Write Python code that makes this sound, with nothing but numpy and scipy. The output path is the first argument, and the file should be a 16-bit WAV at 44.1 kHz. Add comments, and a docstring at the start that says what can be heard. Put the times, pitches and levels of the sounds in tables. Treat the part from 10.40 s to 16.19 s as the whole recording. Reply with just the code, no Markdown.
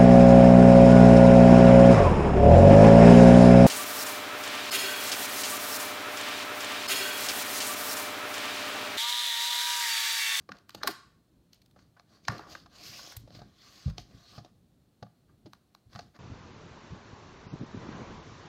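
"""Faint brushes and knocks lead into four sharp snaps that ring in the room: scissors snip plastic ties.
Their cardboard box is then tapped, turned and slid on a wooden table, with small clicks at the box.
Noisy contacts ring the box modes; sliding is dense tiny slips through cardboard, edge and air colours.
The microphone stands on the same table, so bumps arrive as low thumps; a furnished room rings briefly."""
import sys
import numpy as np
from scipy import signal
from scipy.fft import rfft, irfft
from scipy.io import wavfile
from scipy.ndimage import uniform_filter1d

SR = 44100
rng = np.random.default_rng(int(sys.argv[2]) if len(sys.argv) > 2 else 0)


def boost_factor(decibels):
    """Convert a level in decibels to a linear amplitude factor."""
    exponent = np.asarray(decibels, float) / 20
    return 10 ** exponent


def wrap_up_sound(samples):
    """Save the sound to the file named by the first command line argument, as 16-bit audio."""
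    columns = np.atleast_2d(samples).T
    # keep every value between -1 and 1, then stretch to whole-number steps
    tamed = np.clip(columns, -1, 1)
    steps = np.round(tamed * 32767).astype(np.int16)
    wavfile.write(sys.argv[1], SR, steps)


N = 255339  # samples

# modes of the cardboard box, decay before each use scales it: pitch_hz, level_db, t60_s
BOX_MODES = [(332, -1.5, 0.084), (407, -6, 0.042), (530, -1.5, 0.021), (611, -2.5, .04), (712.7, 1, 0.046),
             (815, -7, 0.073), (1130, -3, 0.035), (1183, 9.5, 0.013), (1450, 5, 0.014), (1592, 0.5, 0.015),
             (1776, -0.5, 0.01)]
# modes of the table top, decay before each use scales it: pitch_hz, level_db, t60_s
TABLE_MODES = [(50, -6.5, 0.15), (94, -2.5, 0.072), (117.1, -2.5, 0.21), (136.5, 6, 0.077),
               (165, -4.5, 0.19), (201, 1.5, 0.14), (273, 0.5, 0.14)]
# colour of the airy treble, relative: frequency_hz, level_db
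AIR_TREBLE = [(4710, -15), (8000, -6), (8830, -8.5), (10400, -9), (13200, -3.5), (16000, -11.5)]
# the box is turned round on the table and back: time_s, rub_db, box_body_db
SLIDE_PATH = [(2.29, -79, -74), (2.34, -61, -64.5), (2.47, -46.5, -59), (2.57, -48.5, -59),
              (2.73, -53, -60.5), (2.76, -64.5, -60.5), (2.79, -68.5, -89), (2.865, -80, -80),
              (2.962, -58.5, -61.5), (3.03, -72, -66), (3.11, -74.5, -74), (3.248, -59.5, -62.5),
              (3.396, -58.5, -64.5), (3.504, -62.5, -58), (3.54, -100, -79), (3.598, -54.5, -58),
              (3.654, -76, -80), (3.72, -69, -66.5), (3.978, -59, -63.5), (4.032, -81, -74),
              (4.05, -70.5, -76), (4.101, -89.5, -71)]


def evened(x):
    """Scales to rms 1."""
    return x / np.sqrt(np.mean(x ** 2) + 1e-20)


def read(points, hz):
    """Reads a table on a log-frequency axis."""
    f, value = np.transpose(points)
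    return np.interp(np.log(hz + 1), np.log(f + 1), value)


def add(mix, s, sound):
    """Mixes a sound in at s seconds."""
    part = mix[round(s * SR):][:len(sound)]
    part += sound[:len(part)]


def coloured(x, points):
    """Filters by a spectrum."""
    gain_db = read(points, np.fft.rfftfreq(len(x), 1 / SR))
    return irfft(rfft(x) * boost_factor(gain_db), len(x))


def resonate(x, hz, width_hz):
    """A resonance that follows the curve hz: shift to zero pitch, smooth, shift back."""
    turn = np.exp(2j * np.pi * np.cumsum(hz) / SR)
    r = np.exp(-np.pi * width_hz / SR)
    return 2 * (turn * signal.lfilter([1 - r], [1, -r], x / turn)).real


def ring(modes, factor, favour_hz, octaves, size=8192):
    """The answer of an object to one sharp blow; the struck spot favours the modes near one pitch."""
    hz, db, t60 = np.transpose(modes)[:, :, None]
    t = np.arange(size) / SR
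    db = db - 6 * (np.log2(hz / favour_hz) / octaves) ** 2
    decay_db = -60 * t / (t60 * np.clip(factor, .2, 4))
    return (boost_factor(db + decay_db) * np.sin(2 * np.pi * hz * t)).sum(0)


def struck(force, answer, db):
    """Drives an object's answer with a force and scales the result to a peak level."""
    sound = signal.fftconvolve(force, answer)
    return boost_factor(db) * sound / abs(sound).max()


def quiet():
    """Still air and microphone hiss: steady coloured noise."""
    # colour of the quiet, relative: frequency_hz, level_db
    hush = [(12, -46), (20, -26), (38, -13.5), (172, -6), (459, -18.5), (513, -19.5), (558, -20),
            (698, -20.5), (949, -28), (1090, -26.5), (2140, -33.5), (4180, -31), (4810, -34.5), (8410, -37),
            (16000, -39.5)]
    return boost_factor(-70) * evened(coloured(rng.standard_normal(N), hush))


def room(x):
    """Sparse reflections of random sign, each band dying at its own speed."""
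    # decay of the room: frequency_hz, t60_s
    decay = [(200, 0.22), (1000, 0.5), (4000, 0.45), (8000, 0.45), (12000, 0.22), (16000, 0.18)]
    taps = np.zeros(SR // 2)
    at = np.arange(240, SR // 2 - 20, 20)
    taps[at + rng.integers(0, 20, len(at))] = rng.choice([-1., 1.], len(at))
    hz, t, z = signal.stft(taps, SR, nperseg=256)
    fade_db = -60 * t / read(decay, hz)[:, None]
    tail = signal.istft(z * boost_factor(fade_db), SR, nperseg=256)[1]
    return signal.fftconvolve(x, tail / np.linalg.norm(tail))[:N]


def wall(x):
    """One clear echo from the nearest wall, spread over some ms by the furniture."""
    delay_s, centre_s, spread_s, level_db = 0.034, .012, 0.0067, -17.5
    t = np.arange(1500) / SR
    smear = np.exp(-.5 * ((t - centre_s) / spread_s) ** 2) * rng.standard_normal(len(t))
    out = np.zeros(N)
    add(out, delay_s - centre_s, signal.fftconvolve(x, smear / np.linalg.norm(smear)))
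    return boost_factor(level_db) * out


def tremble():
    """Under resting arms and the moving box, lumpy low pushes keep the table modes stirring."""
    # strength of the trembling, joined by straight lines: time_s, level_db
    unrest = [(0.0, -60), (0.11, -71), (0.45, -55.5), (0.75, -70), (1.51, -64.5), (1.68, -67.5),
              (2.05, -57), (2.34, -68.5), (2.71, -62), (2.95, -55), (3.25, -70), (3.64, -58), (3.77, -65.5),
              (4.18, -64), (4.66, -75), (5.03, -62.5), (5.34, -78.5), (5.63, -56.5), (5.79, -77)]
    lumps_db = 3.5 * np.clip(evened(uniform_filter1d(rng.standard_normal(N), 2500)), -2, 2)
    force = boost_factor(lumps_db) * rng.standard_normal(N)
    shake = signal.oaconvolve(force, ring(TABLE_MODES, 0.16, 180, 3.2))[:N]
    s, level_db = np.transpose(unrest)
    return boost_factor(np.interp(np.arange(N) / SR, s, level_db)) * evened(shake)


def bumps():
    """Soft pushes ring the table top and travel through it to the microphone."""
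    # thumps, pitch being what the spot favours: start_s, peak_db, half_push_ms, pitch_hz
    thumps = [(0.1, -45, 2.6, 286), (0.353, -48, 1.3, 208), (0.454, -41.5, 1.04, 302),
              (0.481, -41, 1.5, 293), (1.48, -56, 4.1, 127.6), (1.888, -28, 2.2, 133),
              (2.489, -49, 1.9, 115), (2.764, -36.5, 6.1, 109), (2.823, -46, 1.7, 62.4),
              (2.966, -44.5, 1.8, 128), (3.016, -44, 0.64, 123), (3.048, -49, 1.8, 193),
              (3.457, -20.5, 2.93, 126), (3.468, -21, 4.9, 86), (3.585, -40.5, 1.9, 67),
              (3.74, -43, 4.5, 316), (3.976, -39, 1.8, 125), (4.622, -39.5, 1.06, 139.5),
              (5.047, -46.5, 3.1, 185), (5.457, -50.5, 5.4, 87.4), (5.548, -39.5, 2.75, 162)]
    out = np.zeros(N)
    swell = 1 - np.exp(-np.arange(16000) / SR / 0.0066)  # the slab takes a few ms to start moving
    for s, db, ms, hz in thumps:
        push = np.hanning(round(2 * ms * SR / 1000) + 3)
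        answer = swell * ring(TABLE_MODES, 1.0, hz, .7, size=16000)
        add(out, s, struck(-push, answer, db))
    return out


def strokes():
    """The slide and every brush as (samples, rub dB, body dB), brushes swelling to one strongest moment."""
    # short brushes of hands and flaps: start_s, strongest_s, end_s, rub_db, box_body_db
    brushes = [(0, -0.011, 0.052, -69, -65.5), (0.117, 0.152, 0.23, -71.5, -56.5),
               (0.371, 0.365, 0.4, -66, -52), (0.395, 0.418, 0.43, -69, -49.5),
               (1.132, 1.142, 1.2, -67, -85), (1.363, 1.388, 1.5, -70, -68),
               (1.644, 1.746, 1.83, -66, -63.5), (1.817, 1.855, 1.88, -64, -71),
               (1.866, 1.922, 2.1, -55.5, -44), (2.063, 2.118, 2.25, -52.5, -55),
               (4.862, 4.899, 4.93, -85.5, -71.5), (5.49, 5.547, 5.7, -61, -58),
               (5.731, 5.761, 5.79, -67.5, -57)]
    ends_db, roundness = -21, 1.19  # level at both ends under the strongest moment; shape of the swell
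    s, rub_db, body_db = np.transpose(SLIDE_PATH)
    at = np.arange(round(s[0] * SR), round(s[-1] * SR))
    out = [(at, np.interp(at / SR, s, rub_db), np.interp(at / SR, s, body_db))]
    for start, top, end, rub_db, body_db in brushes:
        at = np.arange(round(start * SR), min(round(end * SR), N))
        swell_db = ends_db * np.interp(at / SR, (start, top, end), (1, 0, 1)) ** roundness
        out.append((at, rub_db + swell_db, body_db + swell_db))
    return out


def rubbing():
    """Dense tiny slips, in clumps, over smooth friction; they pass edge, box and air."""
    # colour of cardboard friction, relative: frequency_hz, level_db
    friction = [(1180, -33.5), (2000, -11), (2850, -7.5), (3370, -5.5), (3660, -6.5), (4310, -7),
                (4680, -5), (6610, -9), (7840, -20.5), (9000, -23.5), (11700, -47.5), (19800, -120)]
    hard_rub_db, hard_treble_db, treble_slope = -47, -59, 1.2  # the treble grows faster than the rub
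    edge_hz, edge_hz_per_db = 5300, 54.5  # the edge sings higher when the slide presses harder
    slips_per_s = 300

    clumps = boost_factor(1.3 * evened(uniform_filter1d(rng.standard_normal((3, N)), 500)))
    slip_size = boost_factor(3.5 * np.minimum(rng.exponential(1, N), 4))
    slips = (rng.random(N) < slips_per_s / SR) * slip_size
    force = clumps * rng.standard_normal((3, N)) * (1 + 9 * uniform_filter1d(slips, 40))

    # the paper surface changes under the stroke, so patches of colour come and go
    z = signal.stft(force, nperseg=256)[2]
    patches = uniform_filter1d(rng.standard_normal(z.shape[1:]), 4, 0)
    patches_db = 2.0 * evened(uniform_filter1d(patches, 24, 1))
    force = signal.istft(z * boost_factor(patches_db), nperseg=256)[1][:, :N]

    body = evened(signal.oaconvolve(force[1], ring(BOX_MODES, 0.9, 1100, 2.1))[:N])
    broad = evened(coloured(force[0], friction))
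    air = evened(coloured(force[2], AIR_TREBLE))

    # the dragged edge sings in a fuzzy band that wanders with pressure
    s, press_db = np.transpose(SLIDE_PATH)[:2]
    press_db = np.interp(np.arange(N) / SR, s, press_db, -60, -60)
    wander = 1 + 0.027 * evened(uniform_filter1d(rng.standard_normal(N), 5000))
    hz = (edge_hz + edge_hz_per_db * (press_db - hard_rub_db)) * wander
    edge = evened(broad + 0.85 * resonate(broad, hz, 600))

    out = np.zeros(N)
    for at, rub_db, body_db in strokes():
        air_db = hard_treble_db + treble_slope * (rub_db - hard_rub_db)
        sound = boost_factor(rub_db) * edge[at] + boost_factor(body_db) * body[at] + boost_factor(air_db) * air[at]
        out[at] += sound * signal.windows.tukey(len(at), min(900 / len(at), 1))
    return out


def contacts(rows):
    """Rough contacts crack, spit treble and ring the box: (s, crack dB, body dB, treble dB, ms, Hz)."""
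    # colour of the crack, relative: frequency_hz, level_db
    crack_colour = [(1060, -22), (1800, -8), (2540, -6), (4130, 0), (4830, -1.5), (5540, -5), (5870, -8.5),
                    (6350, -7.5), (7420, -23.5), (8070, -33), (8500, -24.5), (11000, -47), (18700, -120)]
    lead_s = .012  # pressure builds this long before the break
    out, t = np.zeros(N), np.arange(2048) / SR
    grit = rng.standard_normal((len(rows), 4, 2048))
    grit[:, 3] = np.repeat(grit[:, 3, :32], 64, axis=1)  # the settling comes in short bursts
    impulse = np.eye(1, 256, 40)[0]  # 40 samples late, so crack and air start .001 s early below
    crack, air = coloured(impulse, crack_colour), coloured(impulse, AIR_TREBLE)
    for (s, crack_db, body_db, air_db, ms, hz), g in zip(rows, grit):
        u = 1000 * np.maximum(t - lead_s, 0) / np.clip(ms, .2, 8)
        # pressure creaks up to the break, a short blow, then loose flaps settle behind it
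        creak = .05 * np.exp((t - lead_s) / .004) * (t < lead_s)
        blow = u * np.exp(-u)
        clatter = .04 * (1 - np.exp(-u)) * np.exp(-t / .025) * np.minimum(abs(g[3]), 2)
        contact = creak + blow + clatter
        # the box also gets one clean knock at the break
        knock = 0.55 * np.exp(-.5 * ((t - lead_s - .0006) / .00008) ** 2)
        box_force = knock + 1.1 * (contact - creak) * g[1]
        small = signal.butter(4, .65 * hz, "high", fs=SR, output="sos")  # a small patch radiates no bass
        answer = signal.sosfilt(small, ring(BOX_MODES, .9, hz, 0.7, size=4096))
        s -= lead_s
        add(out, s - .001, struck(contact * g[0], crack, crack_db))
        add(out, s, struck(box_force, answer, body_db))
        add(out, s - .001, struck(contact * g[2], air, air_db))
    return out


def small_clicks():
    """Small clicks and snaps at the box, some thin, some ringing the cardboard, favour one box pitch."""
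    # clicks, peak levels: start_s, crack_db, box_body_db, treble_db, contact_ms
    click_rows = [(0.1684, -52, -61, -78, 1.4), (0.1855, -52, -57, -61.5, 0.54),
                  (0.304, -43, -61.5, -59, 1.3), (1.1316, -44.5, -81, -51.5, 0.89),
                  (1.1434, -62.5, -73, -56.5, 1.24), (1.2172, -56.5, -79, -62.5, 2.1),
                  (1.26, -57, -78, -60.5, 1.3), (1.3104, -59.5, -75.5, -65, 1.6),
                  (1.851, -43.5, -60.5, -71.5, 1.1), (1.9806, -41.5, -60, -53, 1.1),
                  (2.7214, -58, -40, -49, 1.5), (2.766, -40.5, -65, -32.5, 2.1),
                  (3.4984, -56, -50, -55, 1.03), (5.1331, -42.5, -39.5, -51, 0.7),
                  (5.349, -45.5, -43.5, -56, 0.71), (5.5312, -48, -50.5, -65.5, 1.2),
                  (5.609, -44, -58, -73.5, 0.65), (5.763, -52.5, -50, -75, 1)]
    return contacts([(*row, 1350) for row in click_rows])  # Hz


def knocks():
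    """Fingers and scissors knock the dull cardboard, which rings with little treble."""
    # knocks, pitch being what the spot favours: start_s, crack_db, box_body_db, contact_ms, pitch_hz
    hits = [(0.0903, -47, -35, 1.5, 620), (0.1182, -37.5, -30, 1.32, 1660), (0.441, -50.5, -29.5, 4, 554.6),
            (0.482, -49.5, -30, 5, 450), (1.361, -67, -51, 3.1, 630), (1.3897, -61.5, -55, 1.9, 1480),
            (1.5655, -67.5, -51.5, 5.8, 1045), (1.5968, -48, -43.5, 0.5, 1020),
            (1.8823, -18.5, -14, 0.75, 1450), (1.898, -50.5, -32, 3, 1190), (1.9934, -48, -33.5, 0.89, 454),
            (2.151, -42, -32.5, 1.3, 1130), (2.26, -52, -46.5, 2.1, 960), (2.592, -57, -41.5, 2.4, 1170),
            (2.6739, -75, -44.5, 0.37, 505), (2.875, -58, -47, 2.8, 540), (2.9054, -51.5, -46.5, 0.56, 590),
            (2.9486, -43.5, -50, 2.8, 606), (2.9893, -53, -46.5, 3, 585), (3.017, -49.5, -41.5, 2.3, 540),
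            (3.478, -66, -46, 4.4, 534), (3.5809, -29.5, -36, 1.2, 530), (3.979, -46.5, -42, 4.1, 704),
            (4.0468, -48.5, -44.5, 1.7, 440), (4.059, -60, -49, 2.1, 590), (4.6263, -45.5, -35.5, 2.3, 611),
            (4.666, -68.5, -53, 1.65, 690), (5.058, -53, -44, 4.7, 402), (5.5504, -48, -41.5, 1.5, 1130),
            (5.5588, -40.5, -36, 1.4, 690), (5.5906, -38, -34.5, 2.1, 690), (5.7442, -61, -53.5, 4.8, 740)]
    treble_db = -24  # under the crack
    return contacts([(s, db, body_db, db + treble_db, ms, hz) for s, db, body_db, ms, hz in hits])


def snaps():
    """Plastic ties snap in the scissors above the box, open to the room, and the box rings a little over each
    crack."""
    # snaps, pitch being what the struck spot favours: start_s, crack_db, treble_db, contact_ms, pitch_hz
    cuts = [(0.2936, -40, -43, 0.71, 1500), (0.3471, -36, -44.5, 1.9, 554), (0.4327, -22, -32, 1.4, 1350),
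            (0.473, -19, -19, 2.2, 1670)]
    body_db = 2  # over the crack
    return contacts([(s, db, db + body_db, air_db, ms, hz) for s, db, air_db, ms, hz in cuts])


def scene():
    """Contacts and rubbing ring in the room; the table carries the bass straight to the microphone."""
    snap, tap, rub = snaps(), knocks() + small_clicks(), rubbing()
    # knocks and small clicks reach the room less than the four sharp snaps
    spread = snap + rub + boost_factor(-6) * tap
    near = snap + tap + rub
    echoes = boost_factor(-13) * room(spread) + wall(spread)
    return (near + echoes + bumps() + tremble() + quiet())[None]


def band_limit(x):
    """A steep low-pass at the top of the band."""
    return signal.sosfilt(signal.butter(12, 16470, fs=SR, output="sos"), x)


def record(dry):
    """The microphone loses the deepest bass, its opening resonates, and the top is cut."""
    dry = signal.sosfilt(signal.butter(4, 45, "high", fs=SR, output="sos"), dry)
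    opening_hz, width_hz, opening_db = 4250, 300, -6
    dry = dry + boost_factor(opening_db) * resonate(dry[0], np.full(N, opening_hz), width_hz)
    top = signal.firwin(255, 15900, window=("kaiser", 7), fs=SR)
    mix = signal.oaconvolve(dry, top[None], "same")
    return band_limit(mix)


dry = scene()
out = record(dry)
wrap_up_sound(out)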